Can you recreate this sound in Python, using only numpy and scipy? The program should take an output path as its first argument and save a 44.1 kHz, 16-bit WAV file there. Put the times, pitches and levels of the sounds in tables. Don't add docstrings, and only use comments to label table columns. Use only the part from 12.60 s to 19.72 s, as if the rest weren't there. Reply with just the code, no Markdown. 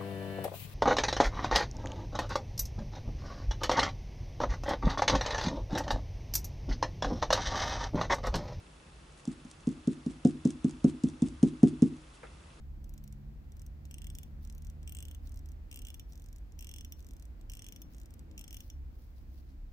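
import sys
import numpy as np
from scipy import signal
from scipy.fft import rfft, irfft, next_fast_len
from scipy.io import wavfile
from scipy.ndimage import uniform_filter1d

SR = 44100
rng = np.random.default_rng(int(sys.argv[2]) if len(sys.argv) > 2 else 0)


def store_pcm(level_fs):
    pcm = np.round(np.clip(level_fs, -1, 1) * 32767).astype(np.int16)
    wavfile.write(sys.argv[1], SR, np.atleast_2d(pcm).T)


N = 314025
TIME = np.arange(N) / SR

# start in seconds,
# length in seconds, then how strongly the case, back plate and wheel ring, in dB.
CROWN_STROKES = [(1.30, 0.39, -16.5, -20, -8.5), (2.28, .29, -15.5, -21, -7),
                 (3.099, 0.31, -15.5, -18.5, -8.5), (3.98, .35, -16.5, -14, -12),
                 (4.886, .34, -16.5, -14, -10.5), (5.768, .34, -16.5, -14, -13)]
# time in seconds, level in dB, treble in dB relative to that level.
CLUTCH_SLIPS = [(0.243, -49, -17), (0.2932, -53.5, -9), (0.3382, -51, -11), (0.3781, -47, -19),
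                (0.4396, -49.5, -11), (0.4767, -49, -13), (0.5253, -47.5, -19), (0.9201, -51.5, -19),
                (0.9682, -53.5, -14), (0.995, -49.5, -19), (1.018, -49.5, -14), (1.064, -48, -12.5),
                (1.2535, -46, -18), (1.8495, -48, -23), (1.8735, -52, -16), (1.8988, -42.5, -24),
                (1.925, -52, -15), (1.9495, -52.5, -12), (1.9804, -49.5, -14), (2.0211, -49.5, -14),
                (2.048, -48, -16), (2.0692, -47.5, -17), (2.0993, -49.5, -14), (2.2296, -50, -26),
                (2.6724, -47, -23), (2.6933, -53, -15), (2.7196, -49, -19), (2.7422, -51, -18),
                (2.7591, -53, -13), (2.7731, -49, -13), (2.7915, -52, -14), (2.8583, -50, -17),
                (2.888, -51, -16), (2.918, -53, -14), (3.5227, -50.5, -21), (3.5324, -51.5, -18),
                (3.5556, -51, -13), (3.5766, -52, -15), (3.5972, -52, -17), (3.6204, -53, -13),
                (3.6411, -53, -17), (3.6606, -52, -15), (3.6865, -51.5, -15), (3.7283, -50, -17),
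                (3.7605, -48.5, -17), (3.7834, -53, -18), (3.921, -55, -17), (4.4046, -51, -20),
                (4.426, -56, -15), (4.4458, -54, -15), (4.4667, -50, -17), (4.4874, -52, -14),
                (4.5089, -48.5, -19), (4.5344, -51.5, -14), (4.566, -52, -14), (4.597, -49.5, -16),
                (4.6239, -49, -16), (4.6536, -52, -16), (4.812, -52.5, -21), (5.3353, -54, -21),
                (5.3466, -50.5, -19), (5.3663, -57, -14), (5.3827, -50, -17), (5.3996, -51, -16),
                (5.4151, -48.5, -20), (5.4331, -55, -18), (5.458, -51, -18), (5.5059, -53, -14),
                (5.539, -50.5, -14), (5.5932, -49.5, -16), (5.7129, -52.5, -23)]


def winding():
    # time in seconds, level in dB, treble in dB relative to that level.
    teeth = [(1.311, -40.5, -17), (1.342, -37.5, -19), (1.383, -42, -19), (1.4185, -40, -21),
             (1.4435, -39.5, -18), (1.4687, -40.5, -17), (1.501, -40, -19), (1.5513, -37.5, -18),
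             (1.5855, -37, -15), (1.6318, -41.5, -14), (2.2758, -38, -19), (2.2942, -40, -15),
             (2.3221, -40.5, -9), (2.349, -38.5, -12), (2.369, -39.5, -18), (2.387, -39, -19),
             (2.4043, -40, -21), (2.4256, -37.5, -14), (2.4524, -40.5, -21), (2.4833, -41, -18),
             (2.5121, -40.5, -17), (2.5471, -42, -16), (3.1137, -39, -17), (3.1272, -41, -17),
             (3.1428, -39, -20), (3.1593, -40, -11), (3.173, -40, -21), (3.1906, -39.5, -21),
             (3.219, -41.5, -15), (3.2503, -40, -22), (3.269, -38.5, -18), (3.2844, -38, -18),
             (3.3027, -39, -18), (3.3428, -39.5, -11), (3.3962, -37.5, -18), (3.9906, -40.5, -14.5),
             (4.0082, -41, -13), (4.0248, -40, -18), (4.0451, -39, -20), (4.0698, -40, -20),
             (4.0914, -38.5, -20), (4.1135, -39, -18), (4.1389, -37, -20), (4.1614, -38, -19),
             (4.1839, -37.5, -24), (4.209, -38.5, -19), (4.2475, -38.5, -17), (4.3223, -39.5, -9),
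             (4.8979, -41.5, -11.5), (4.9182, -43.5, -12), (4.9356, -39, -18), (4.9515, -43, -16),
             (4.9703, -40.5, -19), (4.9928, -39, -22), (5.0207, -38, -23), (5.0433, -39, -22),
             (5.0649, -39, -21), (5.0863, -39, -18), (5.123, -38, -17), (5.1612, -40.5, -17),
             (5.2182, -41, -9.5), (5.7784, -38, -18), (5.7928, -40, -13), (5.8117, -40.5, -13),
             (5.8406, -40.5, -19), (5.879, -39.5, -18), (5.9075, -39.5, -18), (5.9281, -39.5, -14),
             (5.944, -37.5, -14), (5.9684, -37, -16), (6.0049, -39.5, -12), (6.1006, -42, -20)]
    # frequency in Hz, left level in dB, right level in dB.
    spectrum = [(500, -32.5, -29), (1400, -14, -18.5), (1970, -3.5, -6), (2600, 2, 1), (3300, -2, -0.5),
                (4160, -10, -8.5), (5250, -4.5, -4), (6160, 2.5, -5), (7600, -2, 2.5), (7800, 0, -1.5),
                (8840, 0, -4.5), (11200, -13, -23), (11540, -1, -8), (13000, -10.5, -9.5), (14800, 7, -3.5),
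                (16800, -19, -16)]
    times, db, treble_db = np.transpose(teeth)
    strokes = np.array(CROWN_STROKES)
    middles = strokes[:, 0] + strokes[:, 1] / 2
    nearest = np.argmin(np.abs(times[:, None] - middles), axis=1)
    start, length, case_db, plate_db, wheel_db = strokes[nearest].T
    progress = np.clip((times - start) / length, 0, 1)
    closed = np.clip((times - start) / 0.11, 0, 1)
    tilt_db = -19 + 33 * closed
    wheel_db = wheel_db - 9 * progress ** 2
    settled = np.minimum(np.diff(times, prepend=0) / 0.082, 1)
    plate_db = plate_db + 8.5 * (settled - .5)
    parts_db = [case_db, plate_db, wheel_db, treble_db - 0.5]
    rise = .05 * (progress - .35)
    snaps = tooth_crack(times, db - 3.5, treble_db + 16, spectrum,
                        strike=1.6, bounce_db=-4, bounce_s=0.0033)
    return snaps + watch_ring(times, db, parts_db, tilt_db, detune=0.007, scatter=0.18, case_rise=rise)


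def slipping():
    # frequency in Hz, left level in dB, right level in dB.
    spectrum = [(514, -27, -39), (2190, -12.5, -2.5), (3500, 1, -1), (4700, -5.5, -3.5), (6180, 1.5, 2.5),
                (7170, 2, -3), (7950, -5.5, 3.5), (9560, -3, -4.5), (11040, -16.5, -22), (11900, -12.5, -9),
                (12900, -4.5, -14), (15500, -4.5, -10), (16500, -15.5, -16)]
    times, db, treble_db = np.transpose(CLUTCH_SLIPS)
    ticks = tooth_crack(times, db - 1, treble_db + 18, spectrum, strike=2.2, bounce_db=0, bounce_s=0.0016)
    parts_db = [-30.5, -17, -17, treble_db - 1]
    return ticks + watch_ring(times, db, parts_db, tilt_db=19, detune=.01, scatter=0.43, longest_s=.06)


def tooth_crack(times, db, treble_db, spectrum, strike, bounce_db, bounce_s):
    size, split_hz, right_lag_s = 1024, 11000, 7 / SR
    grit = rng.standard_normal((len(times), 3, size))
    decay = fade(0.014, size)
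    lowpass = signal.butter(4, split_hz, fs=SR, output="sos")
    highpass = signal.butter(4, split_hz, "high", fs=SR, output="sos")
    hz, *sides_db = np.transpose(spectrum)
    bounce_delay = bounce_s * rng.uniform(0.94, 1.0, len(times))
    out = []
    for side, side_db in enumerate(sides_db):
        burst = (grit[:, 2] + .5 * grit[:, side]) * decay
        burst[:, 8] += strike
        burst /= np.linalg.norm(burst, axis=1, keepdims=True) / np.linalg.norm(decay)
        arrival = times + side * right_lag_s
        dull = place(arrival, burst, db)
        bright = place(arrival, burst, db + treble_db)
        bright += place(arrival + bounce_delay, burst, db + treble_db + bounce_db)
        crack = signal.sosfilt(lowpass, dull) + signal.sosfilt(highpass, bright)
        out.append(colour(crack, hz, side_db))
    return np.array(out)


def watch_ring(times, db, parts_db, tilt_db, detune, scatter, case_rise=0, longest_s=.5):
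    # pitch in Hz, seconds to fade by 60 dB, left level in dB,
    # right level in dB, how far the left wave runs ahead in radians.
    tones = [(2500, 0.015, -1.5, 1, 4), (2800, 0.034, 2.5, 4.5, 3.7), (3060, 0.034, -2, -2, 2.3),
             (3357, 0.033, -3, 1.5, -2.5), (5400, 0.028, -3.5, -7, -1.3), (5700, 0.028, 0, 0.5, -0.3),
             (5735, 0.17, -11, -11, 2.3), (6140, 0.017, 2.5, -8, -6.5), (6650, 0.016, 3.5, -9, -3),
             (8265, 0.01, 4, 4, 0.28), (8660, 0.012, -11, -1, 6.5), (12340, 0.03, 5, -13, -3),
             (12800, 0.014, -3, -6, -2), (14400, 0.0026, -2, -3, 1.5), (15200, 0.011, -4, -19, 5)]
    parts_hz = [3000, 5700, 8400, 12000]
    chance = rng.standard_normal((len(times), len(tones), 3))
    starts = times + .0002
    out = np.zeros((2, N))
    for k, (hz, fade_s, left_db, right_db, lead) in enumerate(tones):
        part = np.argmin(np.abs(np.log(np.array(parts_hz) / hz)))
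        is_case = part == 0
        octaves_up = np.log2(hz / parts_hz[0])
        level_db = db + parts_db[part] + tilt_db * octaves_up * is_case
        fade_s = min(fade_s, longest_s)
        size = int(fade_s * SR)
        pitch = hz * (1 + detune * chance[:, k, :1] + np.reshape(case_rise, (-1, 1)) * is_case)
        strength = 1 + scatter * (chance[:, k, 1:2] + 1j * chance[:, k, 2:])
        tone = strength * np.exp(2j * np.pi * pitch * np.arange(size) / SR) * fade(fade_s, size)
        out[0] += place(starts, (tone * np.exp(1j * lead / 2)).imag, level_db + left_db)
        out[1] += place(starts, (tone * np.exp(-1j * lead / 2)).imag, level_db + right_db)
    return signal.sosfilt(signal.butter(2, 1900, "high", fs=SR, output="sos"), out)


def room_echo(sound, echo_db, fade_s, cutoff_hz, size=16384):
    tail = rng.standard_normal((2, size)) * fade(fade_s, size)
    tail *= np.arange(size) > .003 * SR
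    lowpass = signal.butter(1, cutoff_hz, fs=SR, output="sos")
    tail = signal.sosfilt(lowpass, tail / np.linalg.norm(tail[0]))
    return sound + undb(echo_db) * signal.oaconvolve(sound, tail, axes=1)[:, :N]


def fingers(grain, stroke_db, regrip_db, regrip_s):
    # time of the peak in seconds, width in seconds, level in dB.
    case_brushes = [(6.03, .08, -73), (6.421, 0.11, -73.5), (6.6, .04, -77), (6.757, 0.088, -74)]
    strap_scuffs = [(6.578, 0.014, -73.5), (6.72, 0.028, -81), (6.79, 0.021, -73), (6.9, 0.03, -75.5)]
    # frequency in Hz, level in dB.
    skin_spectrum = [(800, -22), (2500, -10), (4500, -2), (5800, -3.5), (8000, -15), (10500, -7.5),
                     (12300, -6.5), (15500, 4.5), (16500, -27)]
    leather_spectrum = [(800, -22), (2500, -6), (4500, 0), (5800, -4), (8000, -16), (10500, -8),
                        (16500, -14)]
    slip_times = np.transpose(CLUTCH_SLIPS)[0]
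    rubs = [(start + .75 * length, 0.33 * length, stroke_db) for start, length, *_ in CROWN_STROKES]
    regrips = [(slip_times[slip_times > start][0] - regrip_s / 2, regrip_s, regrip_db)
               for start, *_ in CROWN_STROKES[:-1]]
    roughness = np.exp(grain * unit(uniform_filter1d(rng.standard_normal(N), size=120)))
    skin = unit(roughness * noise(skin_spectrum, width_db=1.5, left_db=3.5))
    leather = unit(roughness * noise(leather_spectrum, width_db=-0.5, left_db=1))
    return swells(rubs + regrips + case_brushes) * skin + swells(strap_scuffs) * leather


def mount_sway(sway_hz):
    # time of the peak in seconds, width in seconds, level in dB.
    bumps = [(.15, 0.42, -47.5), (7.03, 0.069, -42.5)]
    return swells(bumps) * np.sqrt(2) * np.sin(2 * np.pi * (sway_hz * TIME + rng.random()))


def far_engine(level_db, waver, throb_db):
    # time in seconds, firings per second.
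    speeds = [(0, 69.87), (.55, 69.76), (.75, 71.97), (1.95, 72.44), (2.3, 74.27), (3, 72.76), (3.6, 74.37),
              (5.5, 71.93), (6.6, 67.3), (7.12, 66.8)]
    # time in seconds, level of the low note in dB, level of the overtones in dB.
    levels = [(0.0, -49.5, -57), (0.1, -46, -60), (0.67, -64.5, -52), (0.79, -50.5, -60.5),
              (2.2, -46, -58.5), (2.74, -46.5, -72.5), (2.79, -44.5, -63.5), (3.33, -53, -78),
              (3.49, -56, -66), (4.34, -48.5, -72.5), (5.1, -62.5, -72.5), (5.67, -51, -66),
              (6.07, -57, -71), (6.17, -43, -61), (6.35, -50.5, -73), (7.08, -53.5, -65.5),
              (7.12, -58, -74.5)]
    hz, = curves(speeds)
    base_db, overtone_db = curves(levels)
    second_db = overtone_db + .8
    third_db = overtone_db - 8 + .4 * (overtone_db - overtone_db.mean())
    drift = uniform_filter1d(rng.standard_normal(N), size=3000)
    drift = unit(uniform_filter1d(drift, size=3000))
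    phase = 2 * np.pi * np.cumsum(hz * (1 + waver * drift)) / SR
    side_phase, side_db = np.array([[0], [0.42]]), np.array([[-.9], [.9]])
    drone = np.zeros((2, N))
    for k, db in enumerate([base_db, second_db, third_db], 1):
        loudness = undb(db + throb_db * wander(span_s=.12))
        drone += loudness * np.sqrt(2) * np.sin(k * phase + side_phase)
    return drone * undb(level_db + side_db)


def background(middle_db, hiss_db, unsteady_db):
    # time in seconds, rumble level in dB, room noise level in dB.
    levels = [(0, -48.5, -63), (.8, -48.5, -62), (1.5, -46, -60.5), (2.8, -46, -60.5), (4.2, -48, -63),
              (5.1, -48.5, -60), (5.7, -51, -60), (6.4, -48, -63.5), (7.12, -52, -64)]
    # frequency in Hz, level in dB.
    rumble_spectrum = [(15, -23.5), (25, -15), (34, 0.5), (44, -1), (56, 1.5), (68, -8.5), (82, -14),
                       (100, -7.5), (120, -25), (200, -29), (500, -70.5)]
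    low_room_spectrum = [(25, -25.5), (50, -6.5), (110, 0.5), (170, 0), (260, 1), (330, -2.5), (380, -11),
                         (520, -13.5), (800, -24.5), (2000, -57)]
    middle_room_spectrum = [(200, -14.5), (500, 2), (750, 3), (1100, -2), (1700, -4), (2600, -8.5),
                            (5000, -25.5), (12000, -34)]
    hiss_spectrum = [(500, -6), (2500, -1), (4500, 2), (7000, -3), (10500, -10.5), (12300, -3), (15500, 1),
                     (16500, -20)]
    rumble_db, room_db = curves(levels)
    rumble = noise(rumble_spectrum, width_db=-14.5) * undb(rumble_db)
    low = noise(low_room_spectrum, width_db=-6.5, left_db=1)
    low *= undb(room_db + unsteady_db * wander(span_s=.11))
    middle = noise(middle_room_spectrum, width_db=2, left_db=0.8)
    middle *= undb(middle_db + 0.72 * (room_db - room_db.mean()))
    hiss = noise(hiss_spectrum, width_db=0, left_db=-0.7) * undb(hiss_db)
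    return rumble + low + middle + hiss


def undb(db):
    return 10 ** (np.asarray(db) / 20)


def unit(x):
    return x / np.sqrt(np.mean(x ** 2))


def curves(table):
    times, *columns = np.transpose(table)
    return [np.interp(TIME, times, column) for column in columns]


def gains(hz, db, size):
    return undb(np.interp(np.log(np.fft.rfftfreq(size, 1 / SR) + 1), np.log(hz), db))


def colour(x, hz, db, size=512):
    cepstrum = irfft(np.log(gains(hz, db, size)))[:size // 2]
    cepstrum[1:] *= 2
    response = irfft(np.exp(rfft(cepstrum, size)))
    return signal.oaconvolve(x, response)[:N]


def noise(spectrum, width_db, left_db=0):
    size = next_fast_len(N, True)
    white = rfft(rng.standard_normal((2, size)))
    shared, spread = irfft(white * gains(*np.transpose(spectrum), size), size)[:, :N]
    sides = np.array([[1], [-1]])
    return unit((shared + undb(width_db) * spread * sides) * undb(left_db * sides / 2))


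def fade(fade_s, size):
    return np.exp(-np.log(1000) * np.arange(size) / SR / fade_s)


def place(times, shapes, db):
    out = np.zeros(N)
    samples = (times * SR).astype(int)[:, None] + np.arange(shapes.shape[1])
    np.add.at(out, samples, shapes * undb(db)[:, None])
    return out


def swells(table):
    return sum(undb(db) * np.exp(-np.minimum(((TIME - peak) / width) ** 2, 50))
               for peak, width, db in table)


def wander(span_s):
    knots = np.arange(0, TIME[-1] + span_s, span_s)
    return unit(np.interp(TIME, knots, rng.standard_normal(len(knots))))


def scene():
    watch = room_echo(winding() + slipping(), echo_db=-14, fade_s=0.16, cutoff_hz=7040)
    hands = fingers(grain=0.37, stroke_db=-76, regrip_db=-68.5, regrip_s=0.024)
    sway = mount_sway(sway_hz=33.3)
    engine = far_engine(level_db=-0.86, waver=0.011, throb_db=1.2)
    return watch + hands + sway + engine + background(middle_db=-71, hiss_db=-78.5, unsteady_db=1.36)


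def record(dry):
    return signal.sosfilt(signal.ellip(8, .2, 70, 16400, fs=SR, output="sos"), dry)


dry = scene()
out = record(dry)
store_pcm(out)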